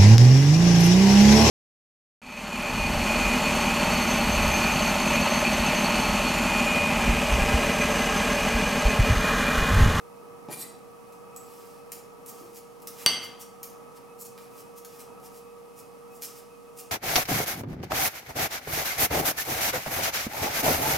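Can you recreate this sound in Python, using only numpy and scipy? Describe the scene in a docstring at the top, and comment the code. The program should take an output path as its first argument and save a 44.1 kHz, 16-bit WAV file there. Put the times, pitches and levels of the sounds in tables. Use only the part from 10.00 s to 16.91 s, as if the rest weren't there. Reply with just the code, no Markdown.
"""Scraping batter off a whisk

In a small tiled kitchen, a spoon is picked up and works thick batter off a wire whisk.
The wires tick and scrape, the glass bowl bumps the counter, and once steel strikes the glass
with a loud clink. A fan hums behind it all, the walls echo, and a limiter holds the clink down."""
import sys
import numpy as np
from scipy import signal
from scipy.fft import rfft, irfft, next_fast_len
from scipy.io import wavfile
from scipy.ndimage import uniform_filter1d, minimum_filter1d, map_coordinates

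SR = 44100
rng = np.random.default_rng(int(sys.argv[2]) if len(sys.argv) > 2 else 0)


def to_wav(sig):
    """Store sig (one row per channel, or 1-D mono) as 16-bit WAV at the path in sys.argv[1].

    Samples outside -1..1 are clipped; the rate is SR.
    """
    pcm = np.clip(np.atleast_2d(sig), -1, 1) * 32767
    pcm = np.round(pcm).astype(np.int16)
    wavfile.write(sys.argv[1], SR, pcm.T)  # frames by channels


N = 304731


def amp(db):
    """Turn decibels (dB) into a number to multiply a sound by."""
    return 10 ** (np.asarray(db) / 20)


def unit(x):
    """Scale a sound so that its average strength (rms) is 1."""
    return x / np.sqrt(np.mean(x ** 2) + 1e-20)


def along(points, hz):
    """Read between the rows of a (Hz, value) table, on a scale of pitch."""
    pitches, values = np.transpose(points)
    return np.interp(np.log(hz + 1), np.log(pitches + 1), values)


def peaks(modes, hz):
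    """Level in dB of resonances, the pitches a thing rings at, each given as (Hz, width in Hz, dB)."""
    power = sum(np.abs(amp(2 * db) - 1) / (1 + (2 * (hz - centre) / width) ** 2)
                for centre, width, db in modes)
    return 10 * np.log10(1 + power)


def wobble(rate):
    """A smooth curve through `rate` random values a second."""
    return map_coordinates(rng.standard_normal(N // 100), [np.arange(N) * rate / SR], mode="wrap")


def filtered(x, response):
    """Multiply each frequency in a sound by response(hz)."""
    size = next_fast_len(N + SR // 2)
    return irfft(rfft(x, size) * response(np.fft.rfftfreq(size, 1 / SR)), size)[..., :N]


def struck(level, size=4096):
    """How an object rings after one tap, given its tone as level(hz) in dB."""
    cepstrum = irfft(np.log(amp(level(np.fft.rfftfreq(size, 1 / SR)))))
    cepstrum[1:size // 2] *= 2  # this folding puts all the ringing after the tap
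    cepstrum[size // 2 + 1:] = 0
    response = irfft(np.exp(rfft(cepstrum)))
    return response / np.linalg.norm(response)


def add(track, s, sound):
    """Mix a sound into the track at s seconds."""
    part = track[round(s * SR):][:len(sound)]
    part += sound[:len(part)]


def rush(level, likeness):
    """Stereo noise with the tone level(hz) in dB; likeness says how alike the two ears are."""
    turn = lambda hz: np.arccos(np.clip(along(likeness, hz), -1, 1)) / 2
    shares = lambda hz: amp(level(hz)) * [np.cos(turn(hz)), np.sin(turn(hz))]
    mid, side = filtered(rng.standard_normal((2, N)), shares)
    return unit(np.array([mid + side, mid - side]))


def whine(centre_hz=2550, width_hz=50, db=-72.5, flicker_db=3.0):
    """A thin, faint whine wavers in the background."""
    band = rush(lambda hz: -20 * np.log10(1 + ((hz - centre_hz) / width_hz) ** 2), [(2000, 0.78)])
    return amp(db + flicker_db * wobble(16)) * band


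# The motor's hum. Each row: pitch in Hz, level in dB, phase gap between the ears in radians.
MOTOR_TONES = [(48.6, -73.5, 1.5), (194.5, -65.5, 1.2), (244, -69, 1.2), (275, -69.5, .8),
               (472, -50.8, 1.25), (489, -68, .8), (602, -73, .8)]
# The tone of the rushing air and of the hiss. Each row: frequency in Hz, relative level in dB.
AIR_TONE = [(20, -28.5), (65, -20.5), (95, -4.5), (130, 2), (260, 2), (370, -4), (500, -2.5), (690, -4),
            (800, -1.5), (980, -3.5), (1070, -10.5), (1180, -6), (1310, -7), (1420, -14.5), (2450, -16.5),
            (5000, -50.5)]
HISS_TONE = [(200, -1), (1500, -13.5), (2200, 1.5), (2480, -8.5), (2750, 0), (3700, -5.5), (5500, -2.5),
             (7400, -5.5), (10000, -2.5), (13000, -5.5), (15700, -9.5)]
# Where the fan's housing rings. Each row: pitch in Hz, width in Hz, boost in dB.
HOUSING_MODES = [(442.4, 43, 9), (758.3, 7.3, 10), (952, 16, 7), (1147, 31, 12.5), (1256, 20, 12),
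                 (1290, 20, 11.5)]
# How the air swells and sinks. Each row: time in seconds, level change in dB.
AIR_SWELL = [(0, 0), (1.8, 0.3), (3.8, 0), (5, -0.24), (6.2, -1.9), (6.9, -1.5)]
# How alike the air sounds in both ears. Each row: frequency in Hz, likeness from -1 to 1.
AIR_LIKENESS = [(60, -0.57), (130, -0.35), (290, -0.29), (640, 0.4), (1410, 0.44), (3100, -1), (6820, 0.77),
                (15000, 0.68)]

def fan(air_db=-50.0, hiss_db=-62, drift=0.12):
    """A slightly unsteady motor hums over a thin hiss and a rush of air that rings in the housing."""
    t, hum = np.arange(N) / SR, np.zeros((2, N))
    for hz, db, phase in MOTOR_TONES:
        angle = 2 * np.pi * hz * t + drift * (hz / 472) ** 2 * wobble(15)
        hum += np.sqrt(2) * amp(db + 1.1 * wobble(3.96)) * np.sin([angle + phase / 2, angle - phase / 2])
    swell_db = np.interp(t, *np.transpose(AIR_SWELL))
    air = rush(lambda hz: along(AIR_TONE, hz) + peaks(HOUSING_MODES, hz), AIR_LIKENESS)
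    air *= amp(air_db + swell_db + .9 * wobble(4.5))
    hiss = amp(hiss_db) * rush(lambda hz: along(HISS_TONE, hz), [(2000, 0.31), (10000, 0.59)])
    return hum * amp([[-1.3], [1.3]]) + air * amp([[-.6], [.6]]) + hiss  # a little to the right


# Echoes off the counter, tiles and cupboards.
# Each row: delay to the left ear in seconds, delay to the right ear in seconds, relative level in dB.
ECHOES = [(.0012, 0.0014, -14.5), (.007, .007, -3.5), (.0082, .0085, -13), (0.0108, 0.012, -6.5),
          (0.0145, 0.014, -6.5)]
# How long the room rings. Each row: frequency in Hz, seconds to fade by 60 dB.
ROOM_FADE = [(150, 0.7), (1000, 0.75), (2800, 0.6), (4600, 0.54), (9000, 0.39), (15000, 0.28)]

def kitchen(x, walls_db, tail_db, side_db, build_s=0.0007):
    """The sound arrives directly, then as a few hard echoes and a soft tail, much alike in both ears."""
    hz, t, noise = signal.stft(rng.standard_normal((2, SR * 2 // 3)), SR, nperseg=256)
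    decay = amp(-60 * t / along(ROOM_FADE, hz)[:, None]) * (1 - np.exp(-t / build_s))
    mid, side = signal.istft(noise * decay, SR, nperseg=256)[1]
    side = amp(side_db) * side
    room = amp(tail_db) * np.array([mid + side, mid - side]) / np.linalg.norm(mid)
    room[:, 0] += 1  # the direct sound
    for left, right, db in ECHOES:
        room[[0, 1], [round(left * SR), round(right * SR)]] += amp(db + walls_db)
    return signal.fftconvolve(x[None], room / np.linalg.norm(room[0]), axes=1)[:, :N]


# The bowl's bumps. Each row: start in seconds, level in dB, added brightness in dB per octave.
BOWL_BUMPS = [(0.486, -26, 0.5), (0.497, -32, 0.5), (2.411, -36, -4.5), (2.451, -45.5, -6.5),
              (3.063, -16.5, 6.5)]
# The counter's tone. Each row: frequency in Hz, relative level in dB.
COUNTER_TONE = [(50, -27.5), (110, -17.5), (170, 1), (270, -1), (350, 5), (480, -4), (700, -5),
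                (1050, -5.5), (1600, -21.5), (4000, -28), (12000, -43.5)]

def bumps(fade_s=0.027):
    """The counter takes the bowl's weight with a short thud."""
    out, t = np.zeros(N), np.arange(SR // 8) / SR
    for s, db, tilt in BOWL_BUMPS:
        push = rng.standard_normal(len(t)) * amp(-60 * t / fade_s)
        counter = struck(lambda hz: along(COUNTER_TONE, hz) + tilt * np.log2(1 + hz / 300))
        thud = signal.fftconvolve(push, counter)
        add(out, s, amp(db) * thud / np.abs(thud).max())
    return out


def stroke(rise_s, fall_s, slips_per_s=2500, smooth=0.75):
    """Rubbing is many tiny slips; the pressure peaks in the middle of this half second."""
    t = np.arange(-SR // 4, SR // 4) / SR
    slips = unit(rng.standard_normal(len(t)) * (rng.random(len(t)) < slips_per_s / SR))
    pressure = np.exp(-(t / np.where(t < 0, rise_s, fall_s)) ** 2 / 2)
    return pressure * unit(slips + smooth * rng.standard_normal(len(t)))


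# The spoon drags on the counter, first on its scoop, then on its handle.
# Each row: loudest moment in seconds, level in dB, rise in seconds, fall in seconds.
SPOON_DRAGS = [(.532, -35.5, 0.016, 0.0083), (.618, -36.5, 0.034, 0.012)]
# Where it rings. Each row: pitch in Hz, width in Hz, boost in dB on the scoop, then on the handle.
SPOON_MODES = [(1900, 20, 19.5, 0), (2020, 12, 0, 20.5), (2385, 89, 10.5, -1), (3550, 45, 0, 11),
               (3950, 76, -5, 16), (4620, 330, 7, 13), (5560, 46, 4, 14.5), (7060, 200, 7, 16),
               (7900, 150, 3.5, 15.5), (8200, 110, 5, 23), (9200, 150, 11.5, 12), (9830, 94, 5, 20),
               (9980, 160, 19, 18), (12100, 120, 0, 12), (12640, 110, 17.5, 27.5), (13900, 94, 10.5, 20)]

def spoon(low_hz=900, high_hz=14300):
    """Rubbing makes the spoon sing as it is picked up; the part that touches decides which notes ring."""
    out = np.zeros(N)
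    band = lambda hz: -10 * np.log10((1 + (low_hz / (hz + 20)) ** 2) * (1 + (hz / high_hz) ** 20))
    for part, (s, db, rise, fall) in enumerate(SPOON_DRAGS):
        modes = [(hz, width, levels[part]) for hz, width, *levels in SPOON_MODES]
        friction = stroke(rise, fall)
        steel = struck(lambda hz: peaks(modes, hz) + band(hz))
        add(out, s - len(friction) / SR / 2, amp(db) * signal.fftconvolve(friction, steel))
    return out


# The tone of the whisk's wires. Each row: frequency in Hz, relative level in dB.
WIRE_TONE = [(300, -36), (1500, -11.5), (2700, -6), (4100, -8), (5300, -1.5), (6800, -1), (8100, -1),
             (11000, -0.5), (12700, 1.5), (14200, -2), (15600, -4)]

def wire(body_db, uneven_db, ring_hz=5430, ring_db=1.5, width_hz=260, body_hz=4200):
    """Each spot on a wire rings in its own way; a firm touch adds body, the lower part of the tone."""
    ripples = rng.standard_normal(size=80)
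    uneven = lambda hz: uneven_db * np.interp(hz, np.linspace(0, SR / 2, len(ripples)), ripples)
    ring = lambda hz: ring_db / (1 + ((hz - ring_hz) / width_hz) ** 2)
    body = lambda hz: body_db / (1 + (hz / body_hz) ** 6)
    return struck(lambda hz: along(WIRE_TONE, hz) + uneven(hz) + ring(hz) + body(hz))


# Quick spoon strokes. Each row: loudest moment in seconds, level in dB, rise in seconds, body in dB.
BATTER_STROKES = [(2.293, -41.5, 0.014, -5), (2.576, -45.5, .024, 2.5), (3.029, -42, .035, 8.5),
                  (3.245, -42.5, .018, 9), (3.416, -40, .012, -2.5), (3.97, -54, .014, 10),
                  (4.217, -40.5, .016, -14.5), (4.258, -42, .01, -6.5), (4.605, -51.5, .055, 4),
                  (4.781, -45.5, .012, -2.5), (5.007, -45.5, .014, 3.5), (5.263, -49.5, .026, 1),
                  (5.378, -51, .035, 2.5), (5.794, -47, .018, -2.5), (6.17, -53.5, .035, -12),
                  (6.245, -35.5, .016, -2), (6.39, -50, .039, 3), (6.797, -40.5, .017, -0.5)]

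def scrapes():
    """Each stroke through the batter crosses many wires, so their ringing blends."""
    out = np.zeros(N)
    for s, db, rise, body_db in BATTER_STROKES:
        friction = stroke(rise, fall_s=0.0087)
        wires = wire(body_db, uneven_db=1.5)
        add(out, s - len(friction) / SR / 2, amp(db) * signal.fftconvolve(friction, wires))
    return out


# The spoon snaps onto a wire, then slides along it.
# Each row: start in seconds, level in dB, body in dB, ping in dB, length of the slide in seconds.
WIRE_SNAPS = [(1.123, -49.5, -6, 12, .01), (1.363, -32, -1.5, 15.5, 0.39), (1.9192, -25, -1, -7, .04),
              (2.261, -34.5, -10, -2, .25), (2.82, -43, -14, -3, .01), (2.8719, -26, -1.5, -2, .2),
              (3.6307, -25.5, -4.5, -12, .02), (4.378, -40.5, 16, -4, .07), (4.8484, -33.5, 1.5, -3, .18),
              (6.221, -26.5, 3, 3, .12)]

def ticks(snap_fade_s=0.023, chatter_db=-17, chatter_fade_s=0.29, ping_hz=7820):
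    """A wire slips free with a snap and chatters briefly; if left free to ring, it pings."""
    out, t = np.zeros(N), np.arange(SR // 8) / SR
    for s, db, body_db, ping_db, _ in WIRE_SNAPS:
        fade = amp(-60 * t / snap_fade_s) + amp(chatter_db - 60 * t / chatter_fade_s)
        snap = rng.standard_normal(len(t)) * fade
        ring = wire(body_db, uneven_db=1.2, ring_hz=ping_hz, ring_db=ping_db)
        add(out, s, amp(db - 2.5) * signal.fftconvolve(snap, ring))
    return out


def slides(db=-55.5):
    """After each snap the spoon runs on along the wire with a faint hiss, strongest halfway."""
    out = np.zeros(N)
    for s, *_, length in WIRE_SNAPS:
        friction = stroke(rise_s=.33 * length, fall_s=.36 * length)
        ring = wire(body_db=6, uneven_db=0.8)
        add(out, s + length / 2 - len(friction) / SR / 2, amp(db) * signal.fftconvolve(friction, ring))
    return out


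def crackle(pops_per_s=35, db=-58, spread_db=3, linger_s=0.046):
    """Threads of batter part with tiny sticky pops, around each stroke and at the end of each slide."""
    t = np.arange(SR) / SR
    times = [s for s, *_ in BATTER_STROKES] + [s + length for s, *_, length in WIRE_SNAPS]
    partings = np.bincount([round(s * SR) for s in times], minlength=N)
    activity = signal.fftconvolve(partings, np.exp(-((t - .5) / linger_s) ** 2), "same")
    sizes = amp(db + spread_db * np.minimum(rng.exponential(size=N), 2))
    popping = rng.random(N) < activity * pops_per_s / SR
    burst = rng.standard_normal(size=60)
    pop = signal.fftconvolve(burst, wire(body_db=0, uneven_db=-4.0, ring_hz=5500, ring_db=2))
    return signal.fftconvolve(sizes * popping, pop)[:N]


# The glass bowl's notes. Each row: pitch in Hz, relative level in dB, seconds to fade by 60 dB.
GLASS_NOTES = [(2097, -26, .22), (3257, -22, .07), (4534, -19, .06), (4586, -12, .12), (4645, -16, .07),
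               (4680, -15, .05), (6105, -27, .13), (1179, -37, .2), (2119, -32, .2), (2760, -30, .12),
               (2903, -29, .17), (2985, -31, .15), (3346, -28, .14), (5860, -29, .07)]
# The tone of the hit itself. Each row: frequency in Hz, relative level in dB.
CRACK_TONE = [(50, -34), (115, -14), (220, -12), (350, -18), (1300, -13.5), (2350, -14), (3050, -5.5),
              (4050, -10.5), (4650, -6), (5250, -17.5), (5950, -2), (6700, -30.5), (8400, -9.5),
              (11600, -22.5), (12700, -16), (15500, -31.5)]

def clink(start_s=3.0618, crack_db=14, ring_db=2, attack_s=0.00052):
    """Steel hits glass with a hard crack; the bowl rings, and notes close in pitch make it shimmer."""
    out, t = np.zeros(N), np.arange(SR // 2) / SR
    ring = sum(amp(db - 60 * t / fade_s) * np.sin(2 * np.pi * (hz * t + rng.random()))
               for hz, db, fade_s in GLASS_NOTES)
    add(out, start_s, amp(ring_db) * ring * (1 - np.exp(-t / attack_s)))
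    burst = rng.standard_normal(len(t)) * amp(-60 * t / 0.011)
    rasp = irfft(np.exp(1j * np.angle(rfft(burst))))[:SR // 100]  # equally strong at all pitches
    crack = signal.fftconvolve(rasp, struck(lambda hz: along(CRACK_TONE, hz)))
    add(out, start_s, amp(crack_db) * crack)
    return out


def scene():
    """Whisk, spoon and bowl sound in the kitchen, in front of the fan."""
    handling = scrapes() + ticks() + slides() + crackle() + spoon() + bumps()
    handling = kitchen(handling, walls_db=-2.5, tail_db=-1.5, side_db=-11)
    glass = kitchen(clink(), walls_db=-15, tail_db=-5.5, side_db=-10.5)
    glass *= amp([[.9], [-.9]])  # a little to the left
    return handling + glass + fan() + whine()


def record(dry, ceiling=.88, release_s=0.1, window_samples=25, top_hz=16000):
    """A limiter turns down just before a loud peak and lets go slowly; the highest treble is cut off."""
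    t = np.arange(N) / SR
    excess = np.log(np.maximum(np.abs(dry).max(axis=0) / ceiling, 1)) + 1e-12
    held = np.exp(np.maximum.accumulate(np.log(excess) + t / release_s) - t / release_s)
    gain = uniform_filter1d(minimum_filter1d(np.exp(-held), window_samples), window_samples)
    return filtered(dry * gain, lambda hz: hz < top_hz)


dry = scene()
out = record(dry)
to_wav(out)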